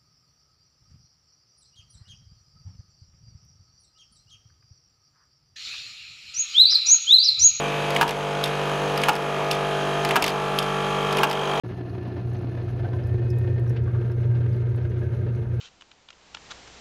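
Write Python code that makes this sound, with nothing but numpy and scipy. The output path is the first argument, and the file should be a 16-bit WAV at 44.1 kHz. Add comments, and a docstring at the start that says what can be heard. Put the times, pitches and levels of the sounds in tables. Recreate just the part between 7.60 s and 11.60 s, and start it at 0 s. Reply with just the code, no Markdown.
"""A workshop, beside a cam-driven metal pointing machine. The microphone starts at the flywheel,
moves toward the control panel and comes part of the way back. About once a second the tooling ticks,
a latch knocks, the ram lands with a double clack, small parts clatter and a lever snaps back.
Underneath, the motor hums and rattles once a turn, cams grind, gears and bearings hiss,
and a dry slide squeaks faintly. Gain control ducks the hum after each clack."""
import sys
import numpy as np
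from scipy import signal
from scipy.fft import rfft, irfft
from scipy.io import wavfile
from scipy.ndimage import uniform_filter1d

SR = 44100
rng = np.random.default_rng(int(sys.argv[2]) if len(sys.argv) > 2 else 0)


def store_pcm(level_fs):
    """Save levels as 16-bit WAV."""
    pcm = np.round(np.clip(level_fs, -1, 1) * 32767).astype(np.int16)
    wavfile.write(sys.argv[1], SR, np.atleast_2d(pcm).T)


N = 176400
T = np.arange(N) / SR
MOTOR_HZ = 49.29
DISPERSION_TURNS = .02  # the frame delays harmonic k by this times k squared, in its own cycles


# Blows of the ram: start_s, level_db, ring_pitch_ratio
RAM_BLOWS = [(.4115, -7, 1.06), (.4178, -16.5, 0.97), (.4275, -14, 1.12), (1.4843, -10, 1.09),
             (1.4905, -9.5, 0.94), (1.498, -27, 1.4), (2.5568, -11, 1.06), (2.563, -9, 0.87),
             (3.6322, -10, 1.02), (3.638, -13.5, 0.78)]
# Body of the clack: pitch_hz, relative_db, t60_s
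RAM_BODY = [(70, -34, 0.097), (149, -8, 0.15), (274, -7.5, 0.25), (547, -10, .06), (900, -6.5, 0.074),
            (1520, 1, 0.045), (1860, -7.5, 0.039), (2780, 0.5, 0.058), (3800, -10.5, 0.05),
            (5100, -11, 0.039), (7400, -20.5, 0.058), (12000, -19.5, 0.028), (14000, -18, 0.041),
            (15500, -24, 0.026)]
# Ring of the ram: pitch_hz, relative_db, t60_s
RAM_RING = [(785, -6.5, .11), (855, -11.5, 0.093), (871, -2, 0.095), (1084, -5, 0.07), (1547, 0, 0.037)]

def ram():
    """The ram lands in two or three blows, milliseconds apart, each ringing at its own pitch."""
    return strikes(RAM_BLOWS, RAM_BODY, RAM_RING)


# Knocks of the latch: start_s, level_db
LATCH_KNOCKS = [(.3628, -10.5), (1.4352, -9.5), (2.5087, -13), (3.5845, -14.5)]
# Body of the knock: pitch_hz, relative_db, t60_s
LATCH_BODY = [(200, -20, .03), (1500, -20, 0.071), (2530, 8.5, 0.011), (3900, -19, 0.078), (6000, -20, .03),
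              (11000, -24, 0.039), (16000, -38, .025)]

def latch():
    """The latch knocks just ahead of the ram."""
    return strikes(LATCH_KNOCKS, LATCH_BODY)


# Snaps of the lever: start_s, level_db
LEVER_SNAPS = [(.8392, -11), (1.9118, -8.5), (2.9873, -10)]
# Body of the snap: pitch_hz, relative_db, t60_s
LEVER_BODY = [(300, -27, .02), (1800, -22, 0.022), (2410, -2, .03), (3600, 7.5, 0.013), (5400, -10, 0.02),
              (7240, -21.5, 0.055), (11900, -14, 0.026), (16000, -28, .02)]
# Ring of the lever: pitch_hz, relative_db, t60_s
LEVER_RING = [(3554, -16.5, 0.09), (4710, -10.5, 0.021), (5400, -15.5, 0.04), (6440, -16, 0.018),
              (11250, -17, 0.029)]

def lever():
    """The lever snaps back after the stroke with a bright ring."""
    return strikes(LEVER_SNAPS, LEVER_BODY, LEVER_RING)


# Ticks of tooling and falling parts: start_s, level_db
TOOLING_TICKS = [(.3042, -23.5), (.3485, -26), (.3875, -34), (.4783, -18), (.4915, -17), (.508, -19),
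                 (.858, -22), (.8774, -29), (1.3758, -19.5), (1.4162, -24), (1.4596, -37), (1.531, -25),
                 (1.5529, -22.5), (1.563, -25), (1.93, -23.5), (1.95, -30), (2.4488, -17.5), (2.4892, -22),
                 (2.6234, -9.5), (2.6409, -10), (2.6628, -14.5), (2.6788, -13), (2.692, -22), (2.703, -26),
                 (3.0265, -25.5), (3.5254, -22), (3.5698, -22), (3.698, -22), (3.712, -18.5), (3.7284, -23)]
# Body of a tick: pitch_hz, relative_db, t60_s
TOOLING_BODY = [(300, 2, .02), (1500, -9, 0.075), (2600, 6.5, 0.024), (4150, -8, 0.075), (5330, 5, 0.01),
                (6300, -7, 0.019), (10600, -11.5, 0.024), (12200, -7, 0.0083), (12500, -14, .025),
                (16000, -22, .02)]
# Ring of a tick: pitch_hz, relative_db, t60_s
TOOLING_RING = [(5330, -10.5, 0.02), (11450, -14, 0.021)]

def tooling():
    """Tooling ticks and small parts clatter around each stroke."""
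    return strikes(TOOLING_TICKS, TOOLING_BODY, TOOLING_RING)


def strikes(events, body, ring=(), attack_s=.0012, pre_noise_lead_s=.0026, pre_noise_db=-16.5):
    """Steel on steel: a dense cloud of short modes, plus any ringing tones."""
    out, t = np.zeros(N), T[:4000]
    hz = np.linspace(120, 16000, 400)
    size, t60_s = amp(read(body, hz)), read(body, hz, column=2)
    decays = (size / np.linalg.norm(size))[:, None] * amp(-60 * t / t60_s[:, None])
    attack = np.minimum(t / attack_s, 1)

    def cloud(angle):
        return np.sqrt(2) * (decays * np.sin(angle.astype(np.float32))).sum(0)

    for start_s, level_db, *pitch in events:
        phase, detune = rng.random((2, len(hz), 1))
        mode_hz = hz[:, None] + (detune - .5) * (hz[1] - hz[0])
        angle = 2 * np.pi * (mode_hz * t + phase)
        # a faint, brief rush of noise just ahead of each hit softens its attack
        pre_noise = cloud(angle + 2 * np.pi * rng.random(phase.shape))
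        add(out, start_s - pre_noise_lead_s, amp(level_db + pre_noise_db) * pre_noise * attack)
        blow = cloud(angle)
        ratio = pitch[0] if pitch else 1
        for ring_hz, ring_db, t60 in ring:
            blow += amp(ring_db - 60 * t / t60) * np.sin(2 * np.pi * (ring_hz * ratio * t + rng.random()))
        add(out, start_s, amp(level_db) * blow * attack)
    return out


# Hum with the microphone beside the flywheel: harmonic, relative_db
HUM_AT_FLYWHEEL = [(1, -18), (2, -41), (3, 0), (4, -7.5), (5, -14.5), (6, -12.5), (7, -8.5), (8, 2), (9, 0),
                   (10, -4.5), (11, -5.5), (12, -8), (13, 0.5), (14, 0), (15, -4), (16, -11.5), (17, -4.5),
                   (18, -19.5), (19, -11), (20, -11.5), (21, -12.5), (22, -15), (23, -9.5), (24, -11),
                   (25, -2), (26, -14), (27, -10), (28, -10)]
# Hum with the microphone beside the panel: harmonic, relative_db
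HUM_AT_PANEL = [(1, -15.5), (2, -16), (3, 0), (4, -1.5), (5, -16), (6, -15.5), (7, -9), (8, 3.5), (9, 1.5),
                (10, -2), (11, -12), (12, -4), (13, 0.5), (14, -13), (15, -0.5), (16, -6.5), (17, 0.5),
                (18, -7.5), (19, -12), (20, -8.5), (21, -5.5), (22, -22), (23, -2), (24, -2), (25, -8.5),
                (26, -28), (27, 1), (28, -1.5)]
# Microphone path, 0 at the flywheel and 1 at the panel: time_s, distance_fraction
MIC_PATH = [(0, 0), (1.9, 0), (2.45, 0), (2.8, 0.57), (3.4, 0.76), (4, 0.32)]
# One group of harmonics swells, another recedes: time_s, swelling_db, receding_db
HUM_BALANCE = [(0, -14, 2), (.7, -7.5, 0.5), (1.3, -5, 1), (1.9, -2, 2), (2.45, -2, -5), (3, -4, -2),
               (4, -3.5, -2)]

def hum(turns, wheel_db=-23.5, panel_db=-22, drift_db=.9, scatter_cycles=.4):
    """Shaft harmonics, loosely in step, throb once a turn; their balance shifts as the microphone moves."""
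    swelling, receding = (8, 13, 15, 25, 27, 28), (10, 11, 12)
    place, out = curve(MIC_PATH), np.zeros(N)
    wheel, panel = shares(HUM_AT_FLYWHEEL), shares(HUM_AT_PANEL)
    load_db = .13 * (curve(CAM_LOAD) + 33)  # the middle harmonics follow the cam load a little
    for k in wheel:
        level = (1 - place) * amp(wheel_db) * wheel[k] + place * amp(panel_db) * panel[k]
        change_db = drift_db * min(k / 10, 2) * wander(2.5) + (4 < k < 17) * load_db
        change_db += (k in swelling) * curve(HUM_BALANCE) + (k in receding) * curve(HUM_BALANCE, 2)
        lag = scatter_cycles * rng.random() + DISPERSION_TURNS * k ** 2
        out += level * amp(change_db) * np.sqrt(2) * np.sin(2 * np.pi * (k * turns - lag))
    return out


# Upper harmonics of the motor: pitch_hz, level_db
BUZZ_SPECTRUM = [(1350, -49.5), (1750, -45), (2000, -55), (2450, -45), (3000, -53.5), (3700, -63),
                 (6000, -74)]

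def buzz(turns, drift_db=3, scatter_cycles=.8, smear_cycles=.045):
    """Weak upper motor harmonics come and go, pulsing loosely once a turn."""
    harmonics, out = range(29, 100), np.zeros(N)
    for k, lag in zip(harmonics, scatter_cycles * rng.random(len(harmonics))):
        level_db = read(BUZZ_SPECTRUM, k * MOTOR_HZ) + drift_db * wander(1.52)
        cycles = k * turns - lag - DISPERSION_TURNS * k ** 2 + smear_cycles * wander(3.4)
        out += amp(level_db) * np.sin(2 * np.pi * cycles)
    return out


# Load on the cams, heard as grinding: time_s, level_db
CAM_LOAD = [(0, -44), (.2, -44), (.36, -29.5), (.6, -34), (.9, -43), (1.15, -34.5), (1.4, -33), (1.65, -33),
            (1.82, -30), (2.1, -48), (2.4, -37), (2.55, -29.5), (2.72, -30), (3, -44), (3.45, -50),
            (3.6, -26.5), (3.8, -32), (3.93, -27), (4, -29.5)]
# Colour of the grinding: pitch_hz, relative_db
CAM_COLOUR = [(80, -50), (130, -22), (220, 0), (290, -3.5), (450, 0.5), (650, -1.5), (850, 6), (1150, -1),
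              (1500, -13), (2200, -12), (5000, -39.5)]

def cams(turns, throb_depth=.55):
    """Followers grind on the cams, pulsing with the shaft and harder as the ram is driven in."""
    throb = 1 - throb_depth * np.cos(2 * np.pi * turns)
    return amp(curve(CAM_LOAD)) * unit(colour(throb * rng.standard_normal(N), CAM_COLOUR))


# Colour of the scrape: pitch_hz, relative_db
SCRAPE_COLOUR = [(300, -24), (900, 9.5), (2000, -1), (3000, 0.5), (4500, -11.5), (6500, -13), (8000, -22.5),
                 (11000, -23), (13000, -34.5), (16000, -37)]
# Scrape at the microphone: time_s, level_db
SCRAPE_LEVEL = [(0, -40), (1.1, -36), (2.2, -39.5), (3.2, -38), (4, -32)]
# Loose cover at the microphone: time_s, level_db
COVER_LEVEL = [(0, -43.5), (2.2, -42), (2.9, -42.5), (3.4, -38), (4, -35)]

def rattle(turns, decay_turns=.24, uneven_db=-.2, cover_hz=3196, cover_t60_s=.036):
    """Each turn of the shaft taps a loose cover and gives a short scrape."""
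    bursts = rng.standard_normal(N) * np.exp(-(turns % 1) / decay_turns)
    scrape = colour(bursts * amp(uneven_db * wander(25)), SCRAPE_COLOUR)
    taps = np.diff(np.floor(turns + .15), prepend=0) * amp(uneven_db * wander(25))
    t = T[:2000]
    envelope = amp(-60 * t / cover_t60_s) * (1 - np.exp(-t / .00096))
    cover = signal.fftconvolve(taps, envelope * np.sin(2 * np.pi * cover_hz * t))[:N]
    return amp(curve(SCRAPE_LEVEL)) * unit(scrape) + amp(curve(COVER_LEVEL)) * unit(cover)


# Colour of the running gears: pitch_hz, relative_db
GEAR_COLOUR = [(15, -50), (25, -20), (53, -20), (92, -22), (114, -5), (141, -13.5), (166, -10.5),
               (242, -10.5), (439, -2), (545, -3), (840, -7.5), (936, -18.5), (1230, -5.5), (2050, -16.5),
               (2410, -14.5), (3250, -12), (4370, -20), (11300, -34.5), (16000, -61)]

def gears(level_db=-33.5, patch_db=.7):
    """Steady running noise in which small patches of the spectrum drift up and down."""
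    hz = np.fft.rfftfreq(2048, 1 / SR)
    real, imag, patches = rng.standard_normal((3, len(hz), N // 512 + 5))
    patches = uniform_filter1d(patches, size=10, axis=0)
    patches = unit(uniform_filter1d(patches, size=24, axis=1))
    spectra = (real + 1j * imag) * amp(read(GEAR_COLOUR, hz)[:, None] + patch_db * patches)
    return amp(level_db) * unit(signal.istft(spectra, nperseg=2048, noverlap=1536)[1][:N])


# Hiss resonances of the bearings: pitch_hz, width_hz, level_db
BEARING_BANDS = [(3860, 380, -54.5), (6440, 800, -53), (9520, 250, -63.5), (11000, 500, -59),
                 (12900, 980, -65)]

def bearings(sway_db=1.6):
    """Rolling noise sways in a few broad resonances."""
    return sum(amp(db + sway_db * wander(5.5)) * band_noise(hz, width) for hz, width, db in BEARING_BANDS)


# Squeaks before the first stroke: start_s, length_s, level_db
SLIDE_SQUEAKS = [(.01, 0.094, -37), (0.11, .07, -40), (0.203, .07, -44)]

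def slide(pitch_hz=2397, width_hz=48):
    """A dry slide squeaks faintly in one narrow resonance."""
    level = sum(amp(db) * np.sin(np.pi * np.clip((T - start_s) / length_s, 0, 1))
                for start_s, length_s, db in SLIDE_SQUEAKS)
    return level * band_noise(pitch_hz, width_hz)


# Colour of the room around the machine: pitch_hz, gain_db
ROOM_COLOUR = [(100, 6), (1200, 7.5), (4000, -4.5), (8000, 0), (16000, -12)]

def workshop(direct, t60_s=.28, send_db=-12.5):
    """The direct sound reaches the microphone, then the room's short, dull, diffuse tail."""
    t = T[:SR // 2]
    tail = rng.standard_normal(len(t)) * amp(-60 * t / t60_s) * (t > .005)
    reverb = signal.fftconvolve(direct, tail / np.linalg.norm(tail))[:N]
    return direct + amp(send_db) * colour(reverb, ROOM_COLOUR)


def amp(db):
    return 10 ** (np.asarray(db) / 20)


def unit(x):
    return x / np.sqrt(np.mean(x ** 2) + 1e-20)


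def shares(rows):
    """Amplitude of each harmonic, with a total power of one."""
    total = np.linalg.norm(amp(np.array(rows)[:, 1]))
    return {round(k): amp(db) / total for k, db in rows}


def curve(rows, column=1):
    """A table column at every sample."""
    rows = np.array(rows)
    return np.interp(T, rows[:, 0], rows[:, column])


def read(rows, hz, column=1):
    """A table column on a log-frequency axis."""
    rows = np.array(rows)
    return np.interp(np.log(hz + 1), np.log(rows[:, 0]), rows[:, column])


def colour(x, rows):
    return irfft(rfft(x) * amp(read(rows, np.fft.rfftfreq(len(x), 1 / SR))), len(x))


def band_noise(pitch_hz, width_hz):
    """Noise in one resonance."""
    offset = (np.fft.rfftfreq(N, 1 / SR) - pitch_hz) / width_hz * 2
    return unit(irfft(rfft(rng.standard_normal(N)) / (1 + offset ** 4), N))


def wander(top_hz):
    """Slow random motion of unit size."""
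    t = T[::441]
    hz = np.geomspace(top_hz / 10, top_hz, 10)[:, None]
    waves = np.sin(2 * np.pi * (hz * t + rng.random((10, 1))))
    return np.interp(T, t, waves.sum(0) / np.sqrt(10 / 2))


def add(mix, start_s, sound):
    part = mix[round(start_s * SR):][:len(sound)]
    part += sound[:len(part)]


def scene():
    """One microphone hears the impacts ring in the room over the running machine."""
    turns = np.cumsum(MOTOR_HZ * (1 + .00074 * wander(5))) / SR  # the shaft speed wavers slightly
    impacts = ram() + latch() + lever() + tooling()
    running = hum(turns) + buzz(turns) + rattle(turns) + gears() + cams(turns) + bearings() + slide()
    return (running + workshop(impacts))[None]


def record(dry, threshold_db=-19, squeeze=.56, recover_s=.33, cutoff_hz=15900):
    """The recorder's gain drops at once on a loud blow and recovers slowly; the top treble is cut."""
    power_db = 10 * np.log10(abs(uniform_filter1d(dry[0] ** 2, size=500)) + 1e-12)
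    over_db = squeeze * np.maximum(power_db - threshold_db, 0)
    release = np.exp(-T / recover_s)
    duck_db = np.maximum.accumulate(over_db / release) * release
    ducked = dry * amp(-uniform_filter1d(duck_db, size=200))
    lowpass = signal.firwin(301, cutoff_hz, window=("kaiser", 9), fs=SR)
    return signal.oaconvolve(ducked, lowpass[None], "same")


dry = scene()
out = record(dry)
store_pcm(out)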